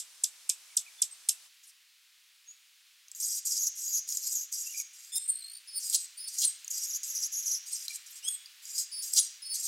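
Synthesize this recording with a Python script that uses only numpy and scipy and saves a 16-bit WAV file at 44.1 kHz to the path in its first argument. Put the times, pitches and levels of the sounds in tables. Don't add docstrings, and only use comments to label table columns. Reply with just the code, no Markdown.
import sys
import numpy as np
from scipy import signal
from scipy.fft import rfft, irfft, next_fast_len
from scipy.io import wavfile
from scipy.ndimage import uniform_filter1d, map_coordinates

SR = 44100
rng = np.random.default_rng(int(sys.argv[2]) if len(sys.argv) > 2 else 0)


def makeup_ratio(level_db):
    decades = np.asarray(level_db, float) / 20
    return 10 ** decades


def master(y):
    cut = np.clip(np.atleast_2d(y).T, -1, 1)
    pcm = np.round(cut * 32767)
    wavfile.write(sys.argv[1], SR, pcm.astype(np.int16))


N = 426447
SCENE_CHANGE_S = 1.5
MIDDLE_DB = -35
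JOINED_S = 0.006

# start in seconds, end in seconds, early level in dB, late level in dB,
# opening pitch in Hz (of the low voice, for two voices).
BUZZES = [
    (3.15, 3.196, -44, -44.5, 7177),
    (3.2, 3.405, -31.5, -34, 7120),
    (3.447, 3.58, -33.5, -30, 6580),
    (3.752, 3.862, -40, -36.5, 6800),
    (4.07, 4.21, -37, -39, 6900),
    (4.21, 4.35, -35.5, -33.5, 7000),
    (4.517, 4.717, -35, -42.5, 6650),
    (4.717, 4.822, -43.5, -39, 6500),
    (6.7, 6.86, -33, -32, 6804),
    (7.03, 7.08, -32, -34.5, 6400),
]
SWELLS = [
    (3.581, 3.694, -30, -29, 6550),
    (3.862, 4.006, -31.5, -30.5, 6500),
    (4.35, 4.46, -28, -39.5, 6900),
    (6.861, 6.98, -39.5, -29, 6510),
    (7.08, 7.146, -40, -41, 6300),
    (7.15, 7.276, -32, -33.5, 6115),
    (7.318, 7.453, -34, -35, 6300),
    (7.455, 7.586, -27.5, -31.5, 6000),
]
FRAYED_BUZZES = [
    (4.93, 5.12, -54.5, -53, 6750),
    (7.66, 7.745, -43.5, -38, 6840),
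    (7.745, 7.87, -38.5, -40, 6420),
    (7.89, 7.975, -41, -38.5, 5850),
    (8.06, 8.2, -50, -49, 6800),
]
RASPS = [
    (1.63, 1.71, -58, -55.5, 6700),
    (5.795, 5.935, -39.5, -32, 6380),
    (6.28, 6.383, -45, -39, 6430),
    (6.383, 6.428, -30, -35, 7030),
    (8.62, 8.78, -51, -34.5, 6600.19),
    (8.78, 8.85, -25.5, -44.5, 6850),
    (9.02, 9.131, -37, -39, 6900),
    (9.131, 9.176, -30.5, -28, 8050),
    (9.54, 9.615, -30, -39.5, 6500),
    (9.615, 9.675, -43.5, -30, 6900),
]
BURSTS = [
    (5.155, 5.185, -38.5, -53, 6000),
    (5.925, 5.963, -36.5, -21.5, 6000),
    (6.415, 6.457, -32, -22, 6000),
    (9.16, 9.205, -30, -19.5, 6000),
]
WHISTLES = [
    (5.19, 5.27, -45, -41, 8700.5),
    (5.278, 5.312, -30.5, -22.5, 8899.5),
    (5.957, 5.975, -24, -36, 9680),
    (6.447, 6.471, -19.5, -32, 9540),
    (7.728, 7.755, -30, -41, 8540),
    (9.195, 9.215, -19.5, -30, 9760),
]
WHISTLE_TAILS = [
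    (5.975, 6.06, -40, -42.5, 8200),
    (6.471, 6.531, -30.5, -52, 8370),
    (8.285, 8.365, -37.5, -40.5, 9430),
    (9.215, 9.285, -34.5, -51, 8920),
]
TRILLS = [
    (5.31, 5.346, -29, -46, 8560),
    (5.346, 5.42, -37, -51, 8390),
    (5.42, 5.586, -50, -49, 8200),
]
CLOSE_DUETS = [
    (5.67, 5.795, -47.5, -44, 4530),
    (6.17, 6.29, -52, -41, 4550.5),
    (8.915, 9.035, -42, -38.5, 4743),
    (9.42, 9.545, -44.5, -36.5, 4420),
]
WIDE_DUETS = [
    (5.12, 5.185, -42, -38, 3484),
    (8.225, 8.29, -53, -35, 2706),
]

# level in dB of an
BUZZ_MANNER = dict(attack_s=0.0077, release_s=0.01416, edge_db=15.5, rest_hz=6300, settle_s=.6, colours=[(-7.5, -0.21),
               (-0.2, -.005)])
SWELL_MANNER = dict(attack_s=.012, release_s=0.017, edge_db=13.5, rest_hz=6300, settle_s=.6, colours=[(-9.5, -0.34),
                (0.09, -.001)])
FRAYED_MANNER = dict(attack_s=0.0031, release_s=0.012, edge_db=10, rest_hz=6700, settle_s=0.24, colours=[(-9.5, -.1),
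                 (0.63, 0.0076)])
RASP_MANNER = dict(attack_s=0.0066, release_s=0.0023, edge_db=9, rest_hz=7130, settle_s=0.24, colours=[(-7.5, -.1),
               (0.6, -.001)])
BURST_MANNER = dict(attack_s=.003, release_s=0.015, edge_db=9, rest_hz=6000, settle_s=.2, colours=[(-5.5, -0.76),
                (0.2743, -.001)])
WHISTLE_MANNER = dict(attack_s=0.0075, release_s=0.0027, edge_db=9, rest_hz=8200, settle_s=0.11, colours=[(-26.5, -0.44),
                  (-17, -0.33)])
TAIL_MANNER = dict(attack_s=0.0041, release_s=.018, edge_db=9, rest_hz=8020, settle_s=0.037, colours=[(-27.5, -0.31),
               (-11, -.3)])
TRILL_MANNER = dict(attack_s=0.0029, release_s=0.0096, edge_db=10, rest_hz=9800, settle_s=0.18, colours=[(-24, -1.56),
                (-19.5, -0.75)])
# high voice in Hz, sum tones in dB.
CLOSE_MANNER = dict(attack_s=0.0076, release_s=.011, edge_db=9, rest_hz=4500, settle_s=.08, colours=[(5248.5, 12.5),
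                (-0.5, -0.26)])
WIDE_MANNER = dict(attack_s=0.013, release_s=.004, edge_db=3.5, rest_hz=3770, settle_s=0.06, colours=[(5210, 3),
               (5.9, 0.17)])

# time in seconds, peak level in dB, ring in Hz.
CLICK_EVENTS = [(3.0833, -39, 6370), (3.1155, -30.5, 7670), (3.1494, -32, 6800), (4.0896, -24, 6700),
                (4.124, -19, 6940), (4.1715, -16, 6910), (4.5262, -22.5, 6390), (4.554, -38, 6240),
                (4.8, -19, 6540), (4.8197, -28.5, 6650), (5.0059, -41, 6570), (5.048, -39, 6500),
                (5.899, -18.5, 8520), (6.3868, -23.5, 6720), (6.6457, -31, 6800), (6.6795, -23.5, 6410),
                (6.713, -25.5, 6720), (7.0326, -24.5, 6600), (7.8818, -13.5, 4030), (7.9584, -23.5, 7270),
                (8.4588, -32.5, 4740), (8.6544, -32, 6900), (9.1364, -14, 8130), (9.654, -21.5, 8500)]
# start in seconds, length in seconds, start Hz, end Hz, level in dB.
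SOFT_NOTES = [(0.688, 0.051, 2310, 2270, -63.5), (0.849, 0.054, 2300, 2480, -57),
              (0.973, 0.055, 3540, 3460, -51), (1.108, 0.035, 8380, 8280, -49.5),
              (1.66, 0.04, 9500, 9700, -52.5), (2.462, 0.071, 6540, 6900, -52),
              (4.643, 0.094, 2560, 2940, -55.5), (4.736, 0.039, 2307, 2500, -52.5),
              (4.783, 0.037, 2376, 2350, -51), (7.891, 0.037, 2303, 2414, -49.5),
              (8.098, 0.025, 12430, 12200, -55)]

# start in seconds, peak in dB, time stretch, left-right in dB, air puff in dB.
CHIP_EVENTS = [
    (0.2356, -8, 0.99, -0.5, -21),
    (0.492, -8.5, 1, -1, -10.5),
    (0.767, -7, 1, -1.0, -28),
    (1.0175, -7, 1, -1.5, -18),
]
EARLIER_CHIP = (-.012, -12, 1, -1.5, -20)
BREATHY_CHIPS = [
    (1.2869, -7.5, 0.96, -1.3, -5.5),
]
# time in ms, pitch in Hz, level in dB.
CHIP_COURSE = [(0, 9270, -33.5), (.6, 8800, -12), (3.2, 8100, -5.5), (5.5, 7100, -5.5), (7.3, 5300, -5),
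               (9, 4640, -15), (10.8, 3100, -14.5), (12, 3800, -42)]

# frequency in Hz, level in dB.
THROAT_DB = [(2000, -35), (3200, -19.5), (4400, -8.5), (4900, -1), (9000, -2.5), (13000, -6.5),
             (16000, -14)]
SWELL_THROAT_DB = [(4200, 0), (7300, -0.2), (8100, -8), (9500, -7.5), (10500, 1), (15000, 3.5)]
BREATH_DB = [(2400, -40), (3000, -9.5), (4400, -3.5), (4900, -3.5), (7800, 3), (9200, -6), (10500, -47)]
FIZZ_DB = [(8200, -71), (9200, 2), (10300, -3.5), (13000, 0.5), (14200, -15), (16000, -5)]
FIRST_MIC_DB = [(300, -49.5), (1800, -35), (2300, -7), (12000, 3.5), (13500, -15.5), (16000, -41)]
NEAR_AIR_DB = [(18, -17), (30, -28), (59, -45.5), (988, -7.5), (2830, -0.5), (5590, 1.5), (9970, -1.5),
               (16000, -15)]
FAR_AIR_DB = [(18, -116), (30, -49), (649, -30.5), (1040, -18), (1720, -9), (2600, -4), (3980, -4),
              (16000, -16)]

# time in seconds, level in dB.
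FAR_LEVEL_DB = [(1.5, -65.5), (1.84, -68.5), (3.07, -67), (3.32, -64.5), (5.64, -63.5), (6.101, -62.5),
                (6.65, -60.5), (7.98, -60), (8.53, -61.5), (9.35, -61.5), (9.67, -61)]
# frequency in Hz, 60 dB decay in seconds.
LEAVES_T60_S = [(2000, 0.3), (5000, 0.098), (8000, 0.14), (11000, .12), (14000, 0.16)]
# frequency in Hz, 60 dB decay in seconds.
YARD_T60_S = [(2000, 0.55), (7000, 0.43), (14000, 0.055)]
# delay in ms, size.
HOUSING_COPIES = [(1.124, -0.09), (1.212, 0.1), (1.448, 0.1), (1.804, 0.07), (1.994, -0.07), (2.116, 0.06),
                  (3.004, -0.08), (3.332, 0.08), (3.508, 0.07)]


def buzz(tables, rate_hz, jitter, sharp, airy, white):
    gain, hz, upper_db, scatter = syllables(tables)
    scatter = np.abs(scatter)
    count = beats(rate_hz, jitter)
    jump = rng.standard_normal(N // 20)[count.astype(int)]
    bend = scatter * (0.3 * jump + 0.5 * wobble(120) + 0.4 * wobble(900))
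    tone = spin(hz * np.exp(bend)).real
    upper = spin(1.8 * hz * np.exp(0.37 * bend + 0.036 * wobble(1200))).real
    air_share = np.clip(airy * scatter, 0.03, 0.9)
    low = np.sqrt(2 - 2 * air_share) * tone + np.sqrt(air_share) * unit(coloured(white[0], BREATH_DB))
    high = 1.66 * upper + 1.27 * unit(coloured(white[1], FIZZ_DB))
    gate = throb(count, sharp, size_db=2.0) * (1 - air_share) + air_share
    return gain * makeup_ratio(2.3 * wobble(55)) * gate * (low + makeup_ratio(upper_db) * high)


def whistle(tables, sharp, dip, waver, leak):
    gain, hz, first_db, third_db = syllables(tables)
    count = beats(58, jitter=0.08)
    skirt = hoarse(leak)
    z = spin(hz / 2 * (1 + waver * wobble(450) + dip * np.sin(2 * np.pi * count)))
    voice = makeup_ratio(first_db) * z + z ** 2 + makeup_ratio(third_db - 4.5) * z ** 3
    return np.sqrt(2) * gain * throb(count, sharp, size_db=1.5) * (skirt * voice).real


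def duet(tables, low_db):
    gain, low_hz, high_hz, sums_db = syllables(tables)
    low = makeup_ratio(low_db + 4 * wobble(60)) * spin(low_hz * (1 + 0.011 * wobble(400)))
    high = makeup_ratio(4 * wobble(60)) * spin(high_hz * (1 + 0.013 * wobble(450)))
    pair = low + high
    pair = pair / (1 + 0.086 * np.abs(pair))
    skirt = hoarse(0.3)
    sums = unit((skirt * pair ** 2).real) + makeup_ratio(-14) * unit((skirt * pair ** 3).real)
    return gain * (unit(pair.real) + makeup_ratio(sums_db) * sums)


def clicks():
    out = np.zeros(N + SR)
    t = np.arange(SR // 50) / SR
    decay = makeup_ratio(-60 * t / 0.013)
    for s, db, hz in CLICK_EVENTS:
        burst = 0.6 * min(hz / 6500, 1) ** 2 * decay * rng.standard_normal(len(t))
        ring = decay * np.sin(2 * np.pi * hz * t)
        out[round(s * SR):][:len(t)] += makeup_ratio(db) * (burst + ring)
    return out[:N]


def chips():
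    lead = SR // 10
    dry = np.zeros((2, N + lead))
    ms, hz, db = np.transpose(CHIP_COURSE)
    for s, peak_db, stretch, pan_db, puff_db in [EARLIER_CHIP, *CHIP_EVENTS, *BREATHY_CHIPS]:
        t_ms = np.arange(0, ms[-1] * stretch, 1000 / SR) / stretch
        z = spin(np.interp(t_ms, ms, hz))
        tone = (z + makeup_ratio(-9) * z * z).imag
        puff = makeup_ratio(puff_db) * rng.standard_normal(SR // 20)[:len(t_ms)]
        side_tone = makeup_ratio(-15 - 9 * t_ms) * np.sin(2 * np.pi * 11.3 * t_ms)
        call = makeup_ratio(peak_db - 4.0 + np.interp(t_ms, ms, db)) * (tone + puff + side_tone)
        call = np.pad(call, (0, SR // 2)) * makeup_ratio([[pan_db / 2], [-pan_db / 2]])
        heard = call + makeup_ratio(-5.0) * echoes(call, LEAVES_T60_S, delay_s=0.00028, wide=0.34)
        dry[:, round(s * SR) + lead:][:, :heard.shape[1]] += heard
    return dry[:, lead:]


def notes():
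    out = np.zeros(N)
    waver = wobble(120)
    broken = makeup_ratio(5 * wobble(150))
    for s, length_s, start_hz, end_hz, db in SOFT_NOTES:
        i, n = round(s * SR), round(length_s * SR)
        hz = np.linspace(start_hz, end_hz, n) + 70 * waver[i:i + n]
        out[i:i + n] += makeup_ratio(db + 2.0) * broken[i:i + n] * np.sqrt(np.hanning(n)) * spin(hz).real
    return out


def air():
    t = np.arange(N) / SR
    near = np.clip((SCENE_CHANGE_S - t) / 0.035, 0, 1)
    mid, side = coloured(rng.standard_normal((2, N)), NEAR_AIR_DB)
    wide = makeup_ratio(-56) * np.array([mid + 0.42 * side, mid - 0.43 * side]) / np.std(mid)
    far_db = np.interp(t, *np.transpose(FAR_LEVEL_DB)) + 5.5
    single = makeup_ratio(far_db) * unit(coloured(rng.standard_normal(N), FAR_AIR_DB))
    return near * wide + (1 - near) * single


def recorder_grit(song):
    level = uniform_filter1d(np.abs(song), size=300)
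    spectrum = [(8, -75), (22, -3), (300, -0.5), (1500, 0.5), (4000, -41)]  # Hz, dB
    return makeup_ratio(-32.5) * coloured(level * rng.standard_normal(N), spectrum)


def housing(x):
    m = next_fast_len(N + 8192)
    f = np.fft.rfftfreq(m, 1 / SR)
    copies = sum(1.7 * size * np.exp(-2j * np.pi * f * ms / 1000) for ms, size in HOUSING_COPIES)
    return irfft(rfft(x, m) * np.exp(copies), m)[:N]


def echoes(x, t60_s, delay_s, wide):
    hz, t, z = signal.stft(rng.standard_normal((2, SR // 2)), SR, nperseg=128)
    fade = makeup_ratio(-60 * t / along(t60_s, hz)[:, None])
    mid, side = signal.istft(z * fade, SR, nperseg=128)[1]
    tail = np.array([mid + wide * side, mid - wide * side]) * (np.arange(len(mid)) > delay_s * SR)
    return signal.fftconvolve(np.atleast_2d(x), tail / np.linalg.norm(mid), axes=1)[:, :x.shape[-1]]


def narrowed(x):
    t = np.arange(N) / SR
    swelling = sum((t > s) & (t <= end) for s, end, *_ in SWELLS).clip(0, 1) * 1.0
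    inside = uniform_filter1d(swelling, size=900)
    return x * (1 - inside) + coloured(x * inside, SWELL_THROAT_DB)


def sung(rows, attack_s, release_s, edge_db, rest_hz, settle_s, colours, beside=()):
    tables = []
    starts, ends = np.transpose([*rows, *beside])[:2]
    for s, end, early_db, late_db, hz in rows:
        follows = np.abs(ends - s).min() < JOINED_S
        leads = starts[np.abs(starts - end) < JOINED_S]
        length = (leads[0] if len(leads) else end) - s
        since = np.sort(np.clip([0, attack_s, length / 2, length - release_s, length], 0, length))
        first_db = early_db - edge_db * (not follows)
        last_db = late_db - edge_db * (not len(leads))
        db = np.array([first_db, early_db, (early_db + late_db) / 2, late_db, last_db])
        pitch_hz = rest_hz + (hz - rest_hz) * np.exp(-since / settle_s)
        tint = [middle + slope * (db - MIDDLE_DB) for middle, slope in colours]
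        tables.append(np.transpose([s + since, db, pitch_hz, *tint]))
    return tables


def in_order(*groups):
    return sorted(sum(groups, []), key=lambda rows: rows[0][0])


def syllables(tables):
    t = np.arange(N) / SR
    s, db, *cols = np.transpose(np.concatenate(tables))
    sounding = sum((t > rows[0][0]) & (t <= rows[-1][0]) for rows in tables) * 1.0
    gain = makeup_ratio(np.interp(t, s, db)) * uniform_filter1d(sounding, size=130)
    return [gain] + [np.interp(t, s, c) for c in cols]


def beats(rate_hz, jitter):
    return np.cumsum(rate_hz * np.exp(jitter * wobble(rate_hz / 2))) / SR


def throb(count, sharp, size_db):
    size = rng.standard_normal(N // 20)[count.astype(int)]
    return unit(np.abs(np.sin(np.pi * count)) ** sharp * makeup_ratio(size_db * size))


def hoarse(depth):
    return (1 + depth * (wobble(1800) + 1j * wobble(1800))) / np.sqrt(1 + depth ** 2)


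def patchy(depth_db):
    z = signal.stft(rng.standard_normal((2, N)), nperseg=256)[2]
    field = uniform_filter1d(rng.standard_normal(z.shape), size=5, axis=1)
    field = uniform_filter1d(field, size=11, axis=2)
    return signal.istft(z * makeup_ratio(depth_db * unit(field)), nperseg=256)[1][:, :N]


def spin(hz):
    return np.exp(2j * np.pi * np.cumsum(hz) / SR)


def wobble(rate_hz):
    coarse = np.arange(0, N + 4, 4)
    curve = map_coordinates(rng.standard_normal(N // 20), [coarse * rate_hz / SR])
    return np.interp(np.arange(N), coarse, curve)


def unit(x):
    return x / np.sqrt(np.mean(x ** 2) + 1e-20)


def along(points, hz):
    f, v = np.transpose(points)
    return np.interp(np.log(hz + 1), np.log(f + 1), v)


def coloured(x, points):
    m = next_fast_len(N + 8192)
    return irfft(rfft(x, m) * makeup_ratio(along(points, np.fft.rfftfreq(m, 1 / SR))), m)[..., :N]


def scene():
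    white = patchy(depth_db=3.5)
    even = in_order(sung(BUZZES, **BUZZ_MANNER, beside=SWELLS),
                    sung(SWELLS, **SWELL_MANNER, beside=BUZZES),
                    sung(FRAYED_BUZZES, **FRAYED_MANNER))
    even = buzz(even, 450, jitter=0.08, sharp=1.5, airy=2.1, white=white)
    harsh = buzz(sung(RASPS, **RASP_MANNER), 520, jitter=0.33, sharp=1.7, airy=2.0, white=white)
    bursts = buzz(sung(BURSTS, **BURST_MANNER), 900, jitter=0.4, sharp=3.2, airy=2.66, white=white)
    trill = whistle(sung(TRILLS, **TRILL_MANNER), sharp=1.5, dip=0.008, waver=0.012, leak=0.22)
    plain = in_order(sung(WHISTLES, **WHISTLE_MANNER), sung(WHISTLE_TAILS, **TAIL_MANNER))
    plain = whistle(plain, sharp=0.26, dip=0.0029, waver=0.023, leak=0.5)
    close = duet(sung(CLOSE_DUETS, **CLOSE_MANNER), low_db=1.5)
    wide = duet(sung(WIDE_DUETS, **WIDE_MANNER), low_db=1)
    song = coloured(narrowed(even) + harsh + clicks(), THROAT_DB)
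    song = song + bursts + trill + plain + close + wide
    song = housing(song + notes())
    song = song + makeup_ratio(-11.5) * echoes(song, YARD_T60_S, delay_s=0.0024, wide=0)[0]
    return coloured(chips(), FIRST_MIC_DB) + song + recorder_grit(song) + air()


def top_cut(x):
    return signal.sosfilt(signal.butter(12, 16330, fs=SR, output="sos"), x)


def record(dry):
    mix = coloured(dry, [(15900, 0), (16050, -90)])
    return top_cut(mix)


dry = scene()
out = record(dry)
master(out)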